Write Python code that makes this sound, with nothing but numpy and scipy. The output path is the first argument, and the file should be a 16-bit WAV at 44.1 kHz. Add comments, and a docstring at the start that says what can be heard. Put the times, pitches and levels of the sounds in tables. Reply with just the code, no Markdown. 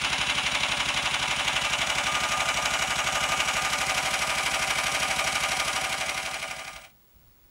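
"""Outdoors, a one-cylinder four-stroke engine idles in an open frame while the microphone moves closer.
In every cycle, puffs of exhaust gas boom in the silencer, and metal parts knock together in a fixed
order and make the casing ring. Then the engine is faded out, leaving still air on a snow field,
a low flutter on the microphone and a thin electronic whistle."""
import sys
import numpy as np
from scipy import signal
from scipy.fft import rfft, irfft, next_fast_len
from scipy.io import wavfile
from scipy.ndimage import map_coordinates

SR = 44100
rng = np.random.default_rng(int(sys.argv[2]) if len(sys.argv) > 2 else 0)


def file_out(sig):
    """Save sig as 16-bit WAV at sys.argv[1]."""
    # one column per channel
    cols = np.atleast_2d(sig).T
    # limit, then scale
    lim = np.clip(cols, -1, 1)
    pcm = np.round(lim * 32767).astype(np.int16)
    wavfile.write(sys.argv[1], SR, pcm)


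N = 330750
T = np.arange(N) / SR


def amp(db):
    return 10 ** (np.asarray(db) / 20)


def unit(x):
    return x / np.sqrt(np.mean(x ** 2) + 1e-20)


def over_time(rows):
    """Join (time, value) points with straight lines."""
    return np.interp(T, *np.transpose(rows))


def over_pitch(hz_points, db, f):
    """Join (frequency, level) points into a gain for each frequency f."""
    return amp(np.interp(np.log(f + 1), np.log(hz_points), db))


def wobble(rate):
    """A smooth curve through `rate` random values a second."""
    return map_coordinates(rng.standard_normal(int(N * rate / SR) + 4), [T * rate])


def filtered(x, response):
    """Scale and delay each frequency of x as response(f) says."""
    size = next_fast_len(N + SR // 2) * 2
    return irfft(rfft(x, size) * response(np.fft.rfftfreq(size, 1 / SR)), size)[..., :N]


def ring_after(gain):
    """A filter with these gains that rings only after a blow, never before."""
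    cepstrum = irfft(np.log(gain + 1e-6))
    half = len(cepstrum) // 2
    cepstrum[1:half] *= 2
    cepstrum[half + 1:] = 0
    return np.exp(rfft(cepstrum))


def resonance(f, hz, width):
    """One ringing note: the narrower it is, the longer it rings."""
    return 1j * f * width / (hz * hz - f * f + 1j * f * width)


# The tone of the air noise: f/Hz, level/dB
AIR_TONE = [(20, -33), (40, 1), (65, -3), (150, -10), (500, -19), (1700, -24.5), (8000, -31), (15500, -36)]

def still_air(flutter_db=3.58):
    """Faint air noise whose bass flutters on the microphone."""
    hz, db = np.transpose(AIR_TONE)
    air = unit(filtered(rng.standard_normal(N), lambda f: over_pitch(hz, db, f)))
    bass = filtered(air, lambda f: 1 / (1 + (f / 200) ** 4))
    return air + bass * (amp(flutter_db * wobble(16)) - 1)


def whistle(fade, hz=15687, start_db=-71, end_db=-61):
    """The thin, wavering whistle of the electronics swells late in the fade."""
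    tone = np.sqrt(2) * np.sin(2 * np.pi * hz * T + .6 * wobble(25))
    return (amp(start_db) + (amp(end_db) - amp(start_db)) * fade ** 2.5) * tone


# How fast the engine idles: t/s, speed/(cycles per s)
IDLE_SPEED = [(0, 12.064), (.9, 11.737), (1.25, 11.907), (1.9, 11.858), (3, 12.017), (4.4, 12.399),
              (5.1, 12.298), (5.65, 12.291), (5.9, 12.045), (7.5, 11.806)]

def once_per_cycle(position, jitter, scatter_db):
    """One click at this position in every engine cycle, a little off in time and size."""
    cycles = .039 + np.cumsum(over_time(IDLE_SPEED)) / SR  # starts just into a cycle
    count = int(cycles[-1])
    slip, size = rng.standard_normal((count, 2)).T
    when = np.interp(np.arange(count) + position + jitter * slip, cycles, T)
    samples = np.minimum((when * SR).astype(int), N - 1)
    return np.bincount(samples, amp(scatter_db * size), N)


# Puffs of gas: position/cycle, relative pressure (below 0 sucks)
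GAS_PUFFS = [(.205, .45), (.263, -.43), (.316, 1), (.414, -.66), (.57, .43), (.72, .25), (.87, .3)]
# The silencer's notes: f/Hz, width/Hz, level/dB, sign (-1 flips the wave)
SILENCER_NOTES = [(51, 21, 0, 1), (135, 24, -2, 1), (99, 8, -8, -1), (205, 24, -6, 1), (280, 22, -8.5, -1),
                  (362, 14, -12, 1)]

def exhaust(swirl_db=-16, cutoff_hz=45):
    """Puffs and swirling gas boom in the silencer; little of the deepest bass gets out."""
    puffs = sum(size * once_per_cycle(at, jitter=.0018, scatter_db=.8) for at, size in GAS_PUFFS)
    gas = unit(puffs) + amp(swirl_db) * rng.standard_normal(N)

    def silencer(f):
        notes = sum(sign * amp(db) * resonance(f, hz, width) for hz, width, db, sign in SILENCER_NOTES)
        ratio = f / cutoff_hz
        bass_cut = -ratio ** 2 / (1 + 1.4j * ratio - ratio ** 2)
        return bass_cut * notes
    return unit(filtered(gas, silencer))


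# Round trips of a blow inside the frame: t/ms
ROUND_TRIPS = [.7, 1.1, 1.7, 2.3, 3.7]

def through_frame(f):
    """Echoes smear a blow in time, and low notes travel more slowly through the metal."""
    trips = np.exp(-2j * np.pi * f * np.array(ROUND_TRIPS)[:, None] / 1000)
    echoes = np.prod((trips - .6) / (1 - .6 * trips), axis=0)
    lag = np.exp(-2j * np.pi * .0045 * (2 * np.sqrt(1000 * f) - f / np.sqrt(3)))  # no delay at 3 kHz
    head_start = np.exp(2j * np.pi * f * .0065)  # centres the smear on the knock
    return lag * echoes * head_start


# The four parts are tank, panels, casing and fins, from low to high. Borders between them: f/Hz
PART_BORDERS = [1000, 1700, 3300]
# Metal hitting metal: position/cycle, rattle rise/ms, rattle decay/ms, level/dB for each part
METAL_KNOCKS = [(.215, 1, 3.5, -3, -8, -4, 4), (.265, 1, 3.5, 0, -2, -1, 4), (.5, 1.5, 4, -1, -4, 4.5, 1),
                (.595, .8, 3, 4, 6, 6, 8), (.635, .8, 3.5, 2, 4, 7, 5.5), (.775, 1, 4.5, 6.5, 3, 2, 0),
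                (.9, 1.5, 5, 0, -2, 1, -6)]
# How much of a knock's energy is one solid blow: share (0-1) for each part
SOLID_SHARE = np.array([[.95], [.92], [.7], [.2]])
# Steady whirr of chain and bearings: level/dB for each part
WHIRR = [-6, -6.5, -6, -8]

def knocks(flicker_db=1.3):
    """Each knock shakes the parts with a solid blow and a short rattle, over a steady whirr."""
    ms = np.arange(SR // 20) / SR * 1000
    noise_power = amp(WHIRR)[:, None] ** 2 * np.ones(N)
    blows = 0
    for position, rise, decay, *db in METAL_KNOCKS:
        hits = once_per_cycle(position, jitter=.0005, scatter_db=.6)
        gain = amp(db)[:, None]
        shape = np.exp(-ms / decay) * (1 - np.exp(-ms / rise))
        bursts = np.abs(signal.fftconvolve(hits ** 2, shape)[:N])
        noise_power += (1 - SOLID_SHARE) * gain ** 2 * bursts
        blows = blows + np.sqrt(SOLID_SHARE * shape.sum()) * gain * hits
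    rattle = np.sqrt(noise_power) * rng.standard_normal(N) * amp(flicker_db * wobble(600))

    def part_ranges(f):
        below_border = [1 / (1 + (f / hz) ** 8) for hz in PART_BORDERS]
        return np.diff(below_border, axis=0, prepend=0, append=1)
    return filtered(rattle + filtered(blows, through_frame), part_ranges).sum(axis=0)


def hiss():
    """A steady high hiss, perhaps cooling air."""
    return filtered(rng.standard_normal(N), lambda f: amp(-.71) * resonance(f, hz=8670, width=3600) ** 2)


# The notes the metal rings with: f/Hz, width/Hz
METAL_NOTES = [(584, 20), (653, 26), (765, 56), (865, 26), (981, 22), (1100, 56), (1216, 24), (1310, 56),
               (1440, 84), (1626, 56), (2040, 126), (2130, 70), (2280, 98), (2390, 98), (2520, 84),
               (2710, 112), (2870, 98), (2960, 126), (3180, 168), (3490, 50), (3890, 126), (5100, 280),
               (5750, 150), (6700, 210), (9600, 490)]
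# How strong each note is: level/dB at microphone spots 0, 1, 2
NOTE_LEVELS = [(8.5, 10.5, 9), (-2, 11.5, 14), (6, 13.5, 14), (0.5, 9, 1), (15, 9.5, 10), (11, -12, 5),
               (-6, 21, 16), (5, -3, -14), (8, 11, 9), (8, 8.5, 6.5), (6, 6.5, 8), (13.5, 3, 9),
               (14.5, 12.5, 13), (10.5, 8.5, 10), (13, 7, 8.5), (15.5, 5.5, 5.5), (6.5, 10, 4),
               (13.5, 9, 6.5), (6.5, 1, 5.5), (12.5, 6, -1.5), (10.5, 1, 1.5), (-1, -4, -3), (1.5, 4, 3),
               (-1.5, 1.5, -5), (-9, -13.5, -8)]
# The sound between the notes: f/Hz, level/dB at spots 0, 1, 2
BETWEEN_NOTES = [(282, 4.5, 0.5, -1.5), (462, -9.5, -7.5, -7), (573, -1, 4.5, -1.5), (910, 8, 5, 1),
                 (1410, 5, 7, 3), (1800, 5, 3, 1.5), (2400, -1, 4.5, -4), (3280, 8.5, 0, -2),
                 (4580, -1.5, -5, -3), (6300, -4.5, -2, -5.5), (7300, -7, -5.5, -9.5),
                 (8140, -17.5, -6, -7), (8750, -11, -14, -13.5), (10420, -11, -11.5, -10.5),
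                 (11530, -25, -15.5, -16), (13000, -28, -23, -21), (14500, -32.5, -22.5, -23.5),
                 (15300, -39, -29, -29)]

def ringing_metal(mic_spot):
    """The shaking makes the metal ring; each microphone spot hears its own mix of the notes."""
    shaking = knocks() + hiss()
    hz, *between_db = np.transpose(BETWEEN_NOTES)
    sound = 0
    for spot in range(3):
        def body(f):
            note_power = sum(np.abs(amp(db[spot]) * resonance(f, *note) ** 2) ** 2
                             for note, db in zip(METAL_NOTES, NOTE_LEVELS))
            between_power = over_pitch(hz, between_db[spot], f) ** 2
            bass_cut = f ** 4 / (f ** 4 + 240 ** 4)
            return ring_after(np.sqrt(note_power + between_power) * bass_cut)
        nearness = np.clip(1 - np.abs(mic_spot - spot), 0, 1)
        sound = sound + nearness * unit(filtered(shaking, body))
    return sound


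# The microphone's path: t/s, spot (0 above the tank, 1 beside it, 2 near the cylinder)
MIC_PATH = [(0, .1), (1.4, 0.34), (2.3, 0.85), (3.1, 0.93), (4.1, 1.8), (7.5, 2)]

def scene(fade_from_s=5.31, fade_to_s=6.931):
    """The engine idles, then is faded out; the air and the whistle stay."""
    mic_spot = over_time(MIC_PATH)
    fade = np.clip((T - fade_from_s) / (fade_to_s - fade_from_s), 0, 1)
    engine = amp(-26.5) * ringing_metal(mic_spot)
    engine += amp(-43 - mic_spot) * exhaust()  # 1 dB quieter with each spot
    background = amp(-61) * still_air() + whistle(fade)
    return (background + (1 - fade ** 1.5) * engine)[None]


def record(dry, top_hz=15760):
    """Cut away the very highest treble."""
    return filtered(dry, lambda f: f < top_hz)


dry = scene()
out = record(dry)
file_out(out)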